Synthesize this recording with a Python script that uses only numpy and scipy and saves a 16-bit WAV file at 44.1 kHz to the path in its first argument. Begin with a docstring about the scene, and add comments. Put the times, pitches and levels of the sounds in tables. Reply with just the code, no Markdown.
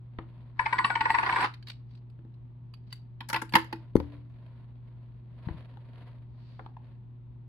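"""A quiet room with a wooden table. Silver coins tip from one hand into a row in the other, faster and
faster, each scraping, clacking and ringing. They are set down in two stacks that clap, rattle and sound
the table top. Something bumps the table close to the microphone, hands and sleeves rustle, and a small
box cutter slides off the wood as it is picked up. Mains hum and a low rumble lie underneath."""
import sys
import numpy as np
from scipy import signal
from scipy.fft import rfft, irfft
from scipy.io import wavfile
from scipy.ndimage import uniform_filter1d

SR = 44100
rng = np.random.default_rng(int(sys.argv[2]) if len(sys.argv) > 2 else 0)


def generate_wav(sig):
    """Save sig (samples, or channels by samples) to the path in sys.argv[1] as 16-bit PCM at SR."""
    pcm = np.round(np.clip(np.atleast_2d(sig).T, -1, 1) * 32767).astype(np.int16)
    wavfile.write(sys.argv[1], SR, pcm)


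N = 329868
CLOCK = np.arange(N) / SR
HIT_SAMPLES = 16384
T = np.arange(HIT_SAMPLES) / SR

# coins tipping onto the row: (time [s], strength [dB], relative ring level [dB])
COIN_TIPS = [(0.594, -24, -64.5), (.662, -27, -67), (0.729, -24.5, -59.5), (.788, -22.5, -59.5),
             (0.846, -22.5, -52), (.903, -27, -67), (.956, -26, -66), (1.009, -25, -61.5),
             (1.056, -24, -64.5), (1.103, -23, -55.5), (1.148, -23, -61.5), (1.186, -24.5, -61.5),
             (1.231, -27.5, -68), (1.264, -27.5, -66.5), (1.296, -26, -62.5), (1.327, -28, -61),
             (1.361, -25.5, -60.5), (1.385, -33, -67), (1.407, -32.5, -55.5), (1.426, -30.5, -59.5),
             (1.446, -35, -70)]
# stacks landing or rocking: (time [s], strength [dB], wood level [dB], relative edge level [dB])
LANDINGS = [(3.207, -43.5, -50, -63.5), (3.29, -48.5, -64, -43), (3.3, -38, -48.5, -41.5),
            (3.33, -32, -44.5, -39.5), (3.3441, -30, -41.5, -48.5), (3.362, -30, -46.5, -49.5),
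            (3.42, -36, -41, -46), (3.524, -49, -52, -56.5), (3.5379, -28.5, -30, -48.5),
            (3.5543, -17, -29.5, -30), (3.565, -29.5, -33, -50), (3.644, -57, -57, -63.5),
            (3.728, -39.5, -37.5, -57)]
# modes of a silver coin: (frequency [Hz], relative level [dB], t60 [s])
COIN_MODES = [(4536, 7, 0.18), (5082, -6.5, 0.11), (7865, 2, 0.41), (10000, 2, 0.15)]
# modes of the table top: (frequency [Hz], relative level [dB], t60 [s])
WOOD_MODES = [(75, -14.5, 0.7), (161, -7.5, .06), (250, -2, .05), (275, -0.5, 0.023), (297.5, -19, .6),
              (328, 0, 0.14), (439, -6, 0.08), (514, -1, 0.051)]
# spectrum of stacked coins clapping together: (frequency [Hz], relative level [dB])
STACK_SPECTRUM = [(300, -26), (600, -18.5), (1000, -0.5), (1300, 3), (1850, 2.5), (2400, -5.5),
                  (3000, -6.5), (3600, -10), (4900, -10), (5800, -30), (9000, -36), (16000, -49)]
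# spectrum of the bright edge of a hit: (frequency [Hz], relative level [dB])
EDGE_SPECTRUM = [(1500, -28), (3000, -5), (4600, 6.5), (6000, 0.5), (8500, -6), (11000, 2), (13500, -7),
                 (16000, -15.5)]
# spectrum of a thin metallic graze: (frequency [Hz], relative level [dB])
CHINK_SPECTRUM = [(400, -17.5), (1200, -5.5), (2200, 0.5), (3300, 0), (4600, 5), (5400, -10.5),
                  (7000, -21.5), (16000, -34.5)]


def amp(db):
    """Decibels to gain."""
    return 10 ** (np.asarray(db) / 20)


def unit(x):
    """Scales to rms 1."""
    return x / np.sqrt(np.mean(x ** 2) + 1e-30)


def at_level(x, db):
    """Gives a stereo hit the energy of 20 ms of sound at this level."""
    return amp(db) * x * np.sqrt(.02 * SR * 2 / np.sum(x ** 2))


def read(points, hz):
    """Reads a table along a log-frequency axis."""
    f, value = np.transpose(points)
    return np.interp(np.log(hz + 1), np.log(f + 1), value)


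def add(mix, s, sound):
    """Mixes a stereo sound in at time s."""
    part = mix[:, max(round(s * SR), 0):][:, :sound.shape[1]]
    part += sound[:, :part.shape[1]]


def pan(db):
    """Gains for a source this much louder on the left."""
    return amp([[db / 2], [-db / 2]])


def through(x, response):
    """Convolves each channel and keeps the length."""
    return signal.fftconvolve(x, np.atleast_2d(response), axes=1)[:, :x.shape[1]]


def bandpass(x, low_hz, high_hz, order=2):
    """Butterworth band-pass."""
    return signal.sosfilt(signal.butter(order, [low_hz, high_hz], "band", fs=SR, output="sos"), x)


def colour(points, stretch=1, size=2048):
    """Minimum-phase impulse response with the given spectrum."""
    hz = abs(np.fft.fftfreq(size, 1 / SR))
    log_gain = np.log(amp(read(points, hz / stretch)))
    return np.fft.ifft(np.exp(np.conj(signal.hilbert(log_gain)))).real[:size // 2]


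def ring(modes, detune=1):
    """Impulse response of a set of dying modes."""
    return sum(amp(db - 60 * T / t60) * np.sin(2 * np.pi * hz * detune * T) for hz, db, t60 in modes)


def stereo_noise(size, split_hz):
    """Noise that is centred below split_hz and wide above."""
    left, other = rfft(rng.standard_normal((2, size)))
    coherence = .97 / np.sqrt(1 + (np.fft.rfftfreq(size, 1 / SR) / split_hz) ** 8)
    right = coherence * left + np.sqrt(1 - coherence ** 2) * other
    return irfft(np.array([left, right]), size)


def contact(chatter_s, chatter_db, fall_s, tail_db, tail_s, count=8, lead_s=.038):
    """One impact at lead_s amid a chatter of lesser ones, each scattered briefly by hands and table."""
    offset, size = rng.standard_normal((2, count))
    chatter_times = lead_s + np.clip(offset * chatter_s, -lead_s, lead_s)
    impacts = np.zeros(HIT_SAMPLES)
    impacts[np.round(chatter_times * SR).astype(int)] = amp(chatter_db) * unit(size)
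    impacts[round(lead_s * SR)] = 1
    decay = np.exp(-T / fall_s) + amp(tail_db) * np.exp(-T / tail_s)
    scatter = stereo_noise(HIT_SAMPLES, split_hz=1100) * decay
    return lead_s, through(scatter, impacts)


def strokes(rows, end_db=-3.5):
    """Envelope of rubbing strokes that each swell and fade in one arch."""
    arches = (amp(db + end_db * (2 * (CLOCK - s) / length) ** 2) for s, length, db in rows)
    return np.sqrt(sum(arch ** 2 for arch in arches))


def friction(envelope, spectrum, grain_db, grain_s):
    """Rubbing: noise that catches and slips in small grains."""
    roughness = unit(uniform_filter1d(rng.standard_normal(N), max(int(grain_s * SR), 1)))
    grains = stereo_noise(N, split_hz=1500) * amp(grain_db * roughness)
    return envelope * unit(through(grains, colour(spectrum)))


def coin_cascade():
    """Each coin claps onto the packed row and rings; the fingers damp the last ones."""
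    # spectrum of a coin meeting the row: (frequency [Hz], relative level [dB])
    clack_spectrum = [(200, -33.5), (330, -5), (600, -26.5), (950, -7.5), (1300, -4.5), (1900, 9),
                      (2400, 0), (3200, -11), (4500, -15), (6000, -30.5), (8500, -58.5), (11000, -52.5),
                      (13000, -70), (16000, -72.5)]
    # modes of coins pressed face to face: (frequency [Hz], relative level [dB], t60 [s])
    row_modes = [(1800, -0.5, 0.2), (1916, 3.5, 0.21), (2106, -6, 0.033), (2273, 0.5, 0.21),
                 (2582, -10, .1), (2757, -7, 0.049), (2980, -5, .11)]
    out = np.zeros((2, N))
    for s, strength_db, ring_db in COIN_TIPS:
        lead, drive = contact(.0024, chatter_db=-12, fall_s=.002, tail_db=-17.5, tail_s=.016, count=40)
        sustain = np.interp(s, [1.2, 1.4], [1, .3])
        detune = rng.uniform(.999, 1.006)
        knock = at_level(hollow_ring(drive, detune, sustain=.72), strength_db)
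        clack = at_level(through(drive, colour(clack_spectrum)), strength_db - 4)
        row_ring = bandpass(through(drive, ring(row_modes, detune)), 1400, 3400, order=4)
        row = at_level(row_ring, strength_db - 16)
        silver = sum(at_level(silver_ring(drive, hz, t60 * sustain), ring_db + db - 1.5)
                     for hz, db, t60 in COIN_MODES)
        wood = at_level(through(drive, ring(WOOD_MODES)), strength_db - 20)
        add(out, s - lead, (knock + clack + row + wood) * pan(2.7) + silver * pan(3))
    return out


def silver_ring(drive, hz, t60, width_hz=700):
    """One clean mode of a coin, heard only around its own pitch."""
    return bandpass(through(drive, ring([(hz, 0, t60)])), hz - width_hz / 2, hz + width_hz / 2)


def hollow_ring(drive, detune=1, sustain=1):
    """A hollow midrange body; a firm grip (low sustain) shortens it."""
    # hollow resonances that the coins excite: (frequency [Hz], relative level [dB], undamped t60 [s])
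    modes = [(678, -12, 0.29), (905, -7, 0.25), (942, -1.5, 0.11), (923.3, 6.5, 0.16), (1010, 4, 0.12),
             (1036, -6, 0.081), (1112, 3.5, .06), (1455, -2.5, 0.2), (1556, -16, 0.05)]
    gripped = [(hz, db, t60 * sustain) for hz, db, t60 in modes]
    return bandpass(through(drive, ring(gripped, detune)), 830, 2100, order=4)


def rim_scrape():
    """Milled rims scrape and sing faintly, louder as the coins tip faster; then held coins slide."""
    # spectrum of milled rims scraping: (frequency [Hz], relative level [dB])
    rasp_spectrum = [(180, -17.5), (330, -6), (620, -12.5), (950, 3.5), (1300, 1), (1900, -5.5),
                     (3000, -15), (4500, -16), (5800, -33), (8800, -45.5), (10300, -34.5), (12500, -56.5),
                     (16000, -76.5)]
    # held coins sliding over each other: (centre time [s], length [s], level [dB])
    slides = [(1.695, 0.027, -48.5), (1.935, 0.055, -69.5), (2.93, 0.062, -64)]
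    db_per_doubling, fade_db_per_s, linger_s = 10, 549, .013
    times = np.array(COIN_TIPS)[:, 0]
    coins_per_s = np.interp(CLOCK, times[1:], 1 / np.diff(times))
    outside_s = abs(CLOCK - np.clip(CLOCK, times[0] + linger_s, times[-1] + linger_s))
    scrape_db = -45.5 + db_per_doubling * np.log2(coins_per_s / 16) - fade_db_per_s * outside_s
    scrape = friction(amp(scrape_db), rasp_spectrum, grain_db=3, grain_s=.0025)
    top_modes = [(hz, db, .025) for hz, db, _ in COIN_MODES[2:]]
    singing = unit(through(scrape, ring(top_modes))) * np.std(scrape)
    held = friction(strokes(slides), CHINK_SPECTRUM, grain_db=6, grain_s=.0098)
    return scrape + amp(-28) * singing + held


def stack_landings():
    """A stack lands: its coins clap together and the table answers beneath."""
    out = np.zeros((2, N))
    wood_tone = bandpass(ring(WOOD_MODES), 110, 550)
    for s, strength_db, wood_db, edge_db in LANDINGS:
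        lead, drive = contact(.0016, chatter_db=-13, fall_s=.0038, tail_db=-16, tail_s=.014, count=14)
        wood = at_level(through(drive, wood_tone), wood_db)
        knock = at_level(hollow_ring(drive, detune=rng.uniform(.98, 1.04), sustain=.45), strength_db - 2)
        clack = at_level(through(drive, colour(STACK_SPECTRUM)), strength_db + .87)
        edge = at_level(through(drive, colour(EDGE_SPECTRUM)), edge_db - 5)
        add(out, s - lead, wood + knock * pan(1.4) + clack * pan(-.36) + edge * pan(14))
    return out


def stack_rattle(t60=.28):
    """After each landing the coins of the stack shiver to rest."""
    power = sum((CLOCK > s) * amp(db - 60 * abs(CLOCK - s) / t60) ** 2 for s, db, _, _ in LANDINGS)
    return friction(amp(-23.5) * np.sqrt(power), STACK_SPECTRUM, grain_db=-2.5, grain_s=.0023)


def coin_grazes():
    """Held coins graze: a thin chink whose ring the fingers stop at once."""
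    # rims touching between the fingers: (time [s], strength [dB], edge level [dB])
    grazes = [(1.115, -49, -62), (1.541, -49, -79), (1.627, -56, -90), (1.672, -47, -86),
              (1.684, -46.5, -67), (1.699, -51, -67), (1.952, -64, -91), (2.101, -71.5, -88),
              (2.341, -73, -95), (2.739, -52.5, -71), (2.927, -39.5, -50.5), (3.493, -53.5, -66)]
    out = np.zeros((2, N))
    choked = ring([(hz, db, min(t60, .04)) for hz, db, t60 in COIN_MODES], detune=1.01)
    for s, strength_db, edge_db in grazes:
        lead, drive = contact(.002, chatter_db=-10, fall_s=.004, tail_db=-22, tail_s=.014)
        chink = at_level(through(drive, colour(CHINK_SPECTRUM)), strength_db - 3.5)
        edge = at_level(through(drive, colour(EDGE_SPECTRUM)), edge_db)
        silver = at_level(through(drive, choked), edge_db - 2)
        add(out, s - lead, chink + silver + edge * pan(4))
    return out


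def table_bumps():
    """A soft blow pushes the air one way and back, and leaves a low ring behind."""
    # dull blows: (time [s], strength [dB], pitch [Hz])
    blows = [(3.9572, -3.5, 304), (5.475, -25, 130), (5.513, -28, 98.5), (5.546, -32, 124)]
    # what rings near the microphone: (frequency [Hz], relative level [dB], t60 [s])
    boom_modes = [(81, -17.5, 0.51), (180, -18, 0.079), (289, -30.5, 0.72), (370, -52, 0.027),
                  (480, -27, 0.091)]
    out = np.zeros((2, N))
    for s, db, hz in blows:
        lead = 2 / hz
        cycles = (T - lead) * hz
        pulse = np.sin(2 * np.pi * cycles) * np.exp(-(cycles / .45) ** 2)
        push = np.array([pulse, pulse])
        boom = through(push, ring(boom_modes)) / abs(pulse).sum()
        add(out, s - lead, amp(db) * (push + boom) * pan(9.2))
    return out


def table_taps():
    """Light things meet the wood: a dry tock over the ring of the table top."""
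    # taps of fingers, plastic and cutter: (time [s], tock level [dB], wood level [dB], edge level [dB])
    taps = [(.187, -40.5, -41, -96), (2.191, -72, -53, -93), (2.25, -67.5, -55, -93),
            (3.955, -37.5, -59, -57.5), (3.965, -45.5, -28, -56.5), (4.001, -42, -37.5, -62),
            (5.487, -46, -41.5, -80), (5.772, -57, -65, -85), (6.594, -46, -50, -84),
            (6.662, -48, -74, -88), (6.768, -50.5, -77, -91)]
    # spectrum of a light tap on wood: (frequency before stretch [Hz], relative level [dB])
    tock_spectrum = [(200, 6), (550, -7), (950, 15.5), (1350, 6), (2000, -2), (3500, -12), (5000, -17.5),
                     (6200, -51), (16000, -68)]
    out = np.zeros((2, N))
    for s, tock_db, wood_db, edge_db in taps:
        lead, drive = contact(.0006, chatter_db=-9.5, fall_s=.0026, tail_db=-23, tail_s=.035)
        wood = at_level(through(drive, ring(WOOD_MODES)), wood_db)
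        tock = at_level(through(drive, colour(tock_spectrum, stretch=rng.uniform(.86, .87))), tock_db)
        edge = at_level(through(drive, colour(EDGE_SPECTRUM)), edge_db)
        add(out, s - lead, (wood + tock + edge) * pan(3.6))
    return out


def hand_rustle(rest_db=-82.5, catches_per_s=25):
    """Skin and sleeves rub in uneven strokes with small catches, waking the hollow resonances a little."""
    # hand or sleeve movements: (centre time [s], length [s], relative level [dB])
    moves = [(.33, 0.3, -69.5), (3.76, 0.22, -67.5), (4.12, 0.14, -64), (4.49, 0.27, -69),
             (5.03, 0.36, -73.5), (5.53, 0.18, -59.5), (5.7, .2, -68.5), (6.02, 0.2, -62),
             (6.53, 0.46, -73.5), (6.89, 0.1, -70)]
    # spectrum of skin and sleeves rubbing: (frequency [Hz], relative level [dB])
    rub_spectrum = [(120, -26), (200, -3.5), (232, -5), (387, -11), (601, -7.5), (791, -15), (1020, -13.5),
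                    (1250, -16.5), (1940, -18), (4500, -26.5), (5630, -48), (9000, -54.5), (10500, -40.5),
                    (12500, -52), (16000, -64)]
    envelope = np.hypot(strokes(moves), amp(rest_db))
    rub = friction(envelope, rub_spectrum, grain_db=2.5, grain_s=.016)
    catches = (rng.random(N) < catches_per_s / SR) * rng.uniform(.2, 1, N) * envelope
    scuff = stereo_noise(HIT_SAMPLES, split_hz=1100) * np.exp(-T / .003)
    ticks = through(through(np.array([catches, catches]), scuff), colour(rub_spectrum))
    rustle = rub + amp(-9) * np.std(rub) * unit(ticks)
    return amp(3) * rustle + amp(-7.5) * np.std(rustle) * unit(hollow_ring(rustle))


def cutter_slide(centre_s=6.51, length_s=.18, level_db=-70.5):
    """The box cutter is drawn across the wood."""
    return friction(strokes([(centre_s, length_s, level_db)]), CHINK_SPECTRUM, grain_db=1, grain_s=.0035)


def room_tone():
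    """Slightly wavering mains hum over a bed of low noise and faint hiss."""
    # mains harmonics: (frequency [Hz], level [dB])
    harmonics = [(60, -66), (120, -47), (240, -68.5), (360, -75)]
    # spectrum of the room's noise floor: (frequency [Hz], relative level [dB])
    air_spectrum = [(12, -56.5), (20, -28), (65, -22), (93, -19.5), (123, -12), (146, -11), (177, -16.5),
                    (241, -17), (285, -23.5), (542, -36.5), (923, -34.5), (1480, -47), (3950, -54.5),
                    (5680, -74), (16000, -76.5)]
    knots = np.arange(0, CLOCK[-1] + 1, .25)
    hum = 0
    for hz, db in harmonics:
        waver = .027 * np.interp(CLOCK, knots, rng.standard_normal(len(knots)))
        hum = hum + amp(db) * np.sqrt(2) * np.sin(2 * np.pi * (hz * CLOCK + rng.random()) + waver)
    air = unit(through(stereo_noise(N, split_hz=230), colour(air_spectrum, size=16384)))
    return hum * pan(.18) + amp(-58.5) * air * pan(1.4)


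def rumble():
    """A deep, wide rumble, leaning left."""
    return amp(-58.5) * unit(bandpass(rng.standard_normal((2, N)), 42, 85)) * pan(5)


def room_reverb(x):
    """Sparse reflections of a small room, the treble dying first."""
    # decay of the room: (frequency [Hz], t60 [s])
    decay_times = [(100, .3), (1000, .24), (5000, .26), (15000, .18)]
    echoes = rng.standard_normal((2, HIT_SAMPLES)) * (rng.random((2, HIT_SAMPLES)) < .08) * (T > .006)
    hz, t, spectra = signal.stft(echoes, SR, nperseg=256)
    decay = amp(-60 * t / read(decay_times, hz)[:, None])
    tail = signal.istft(spectra * decay, SR, nperseg=256)[1]
    return through(x, tail / np.linalg.norm(tail[0]))


def opposed_phase(x, centre_hz=1290, width_hz=130):
    """In one narrow band the sound reaches the two microphones in opposite phase."""
    b, a = signal.iirpeak(centre_hz, centre_hz / width_hz, fs=SR)
    return np.array([x[0], x[1] - 2 * signal.lfilter(b, a, x[1])])


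def scene():
    """Coins, taps, bumps and hands in the humming room."""
    coins = opposed_phase(coin_cascade() + rim_scrape() + stack_landings() + stack_rattle())
    hits = coins + coin_grazes() + table_taps()
    thuds = table_bumps()
    reverb = amp(-16) * room_reverb(hits) + amp(-19) * room_reverb(thuds)
    return hits + thuds + reverb + hand_rustle() + cutter_slide() + room_tone() + rumble()


def record(dry):
    """A steep low-pass at 16 kHz."""
    return signal.oaconvolve(dry, signal.firwin(511, 16000, window=("kaiser", 9), fs=SR)[None], "same")


dry = scene()
out = record(dry)
generate_wav(out)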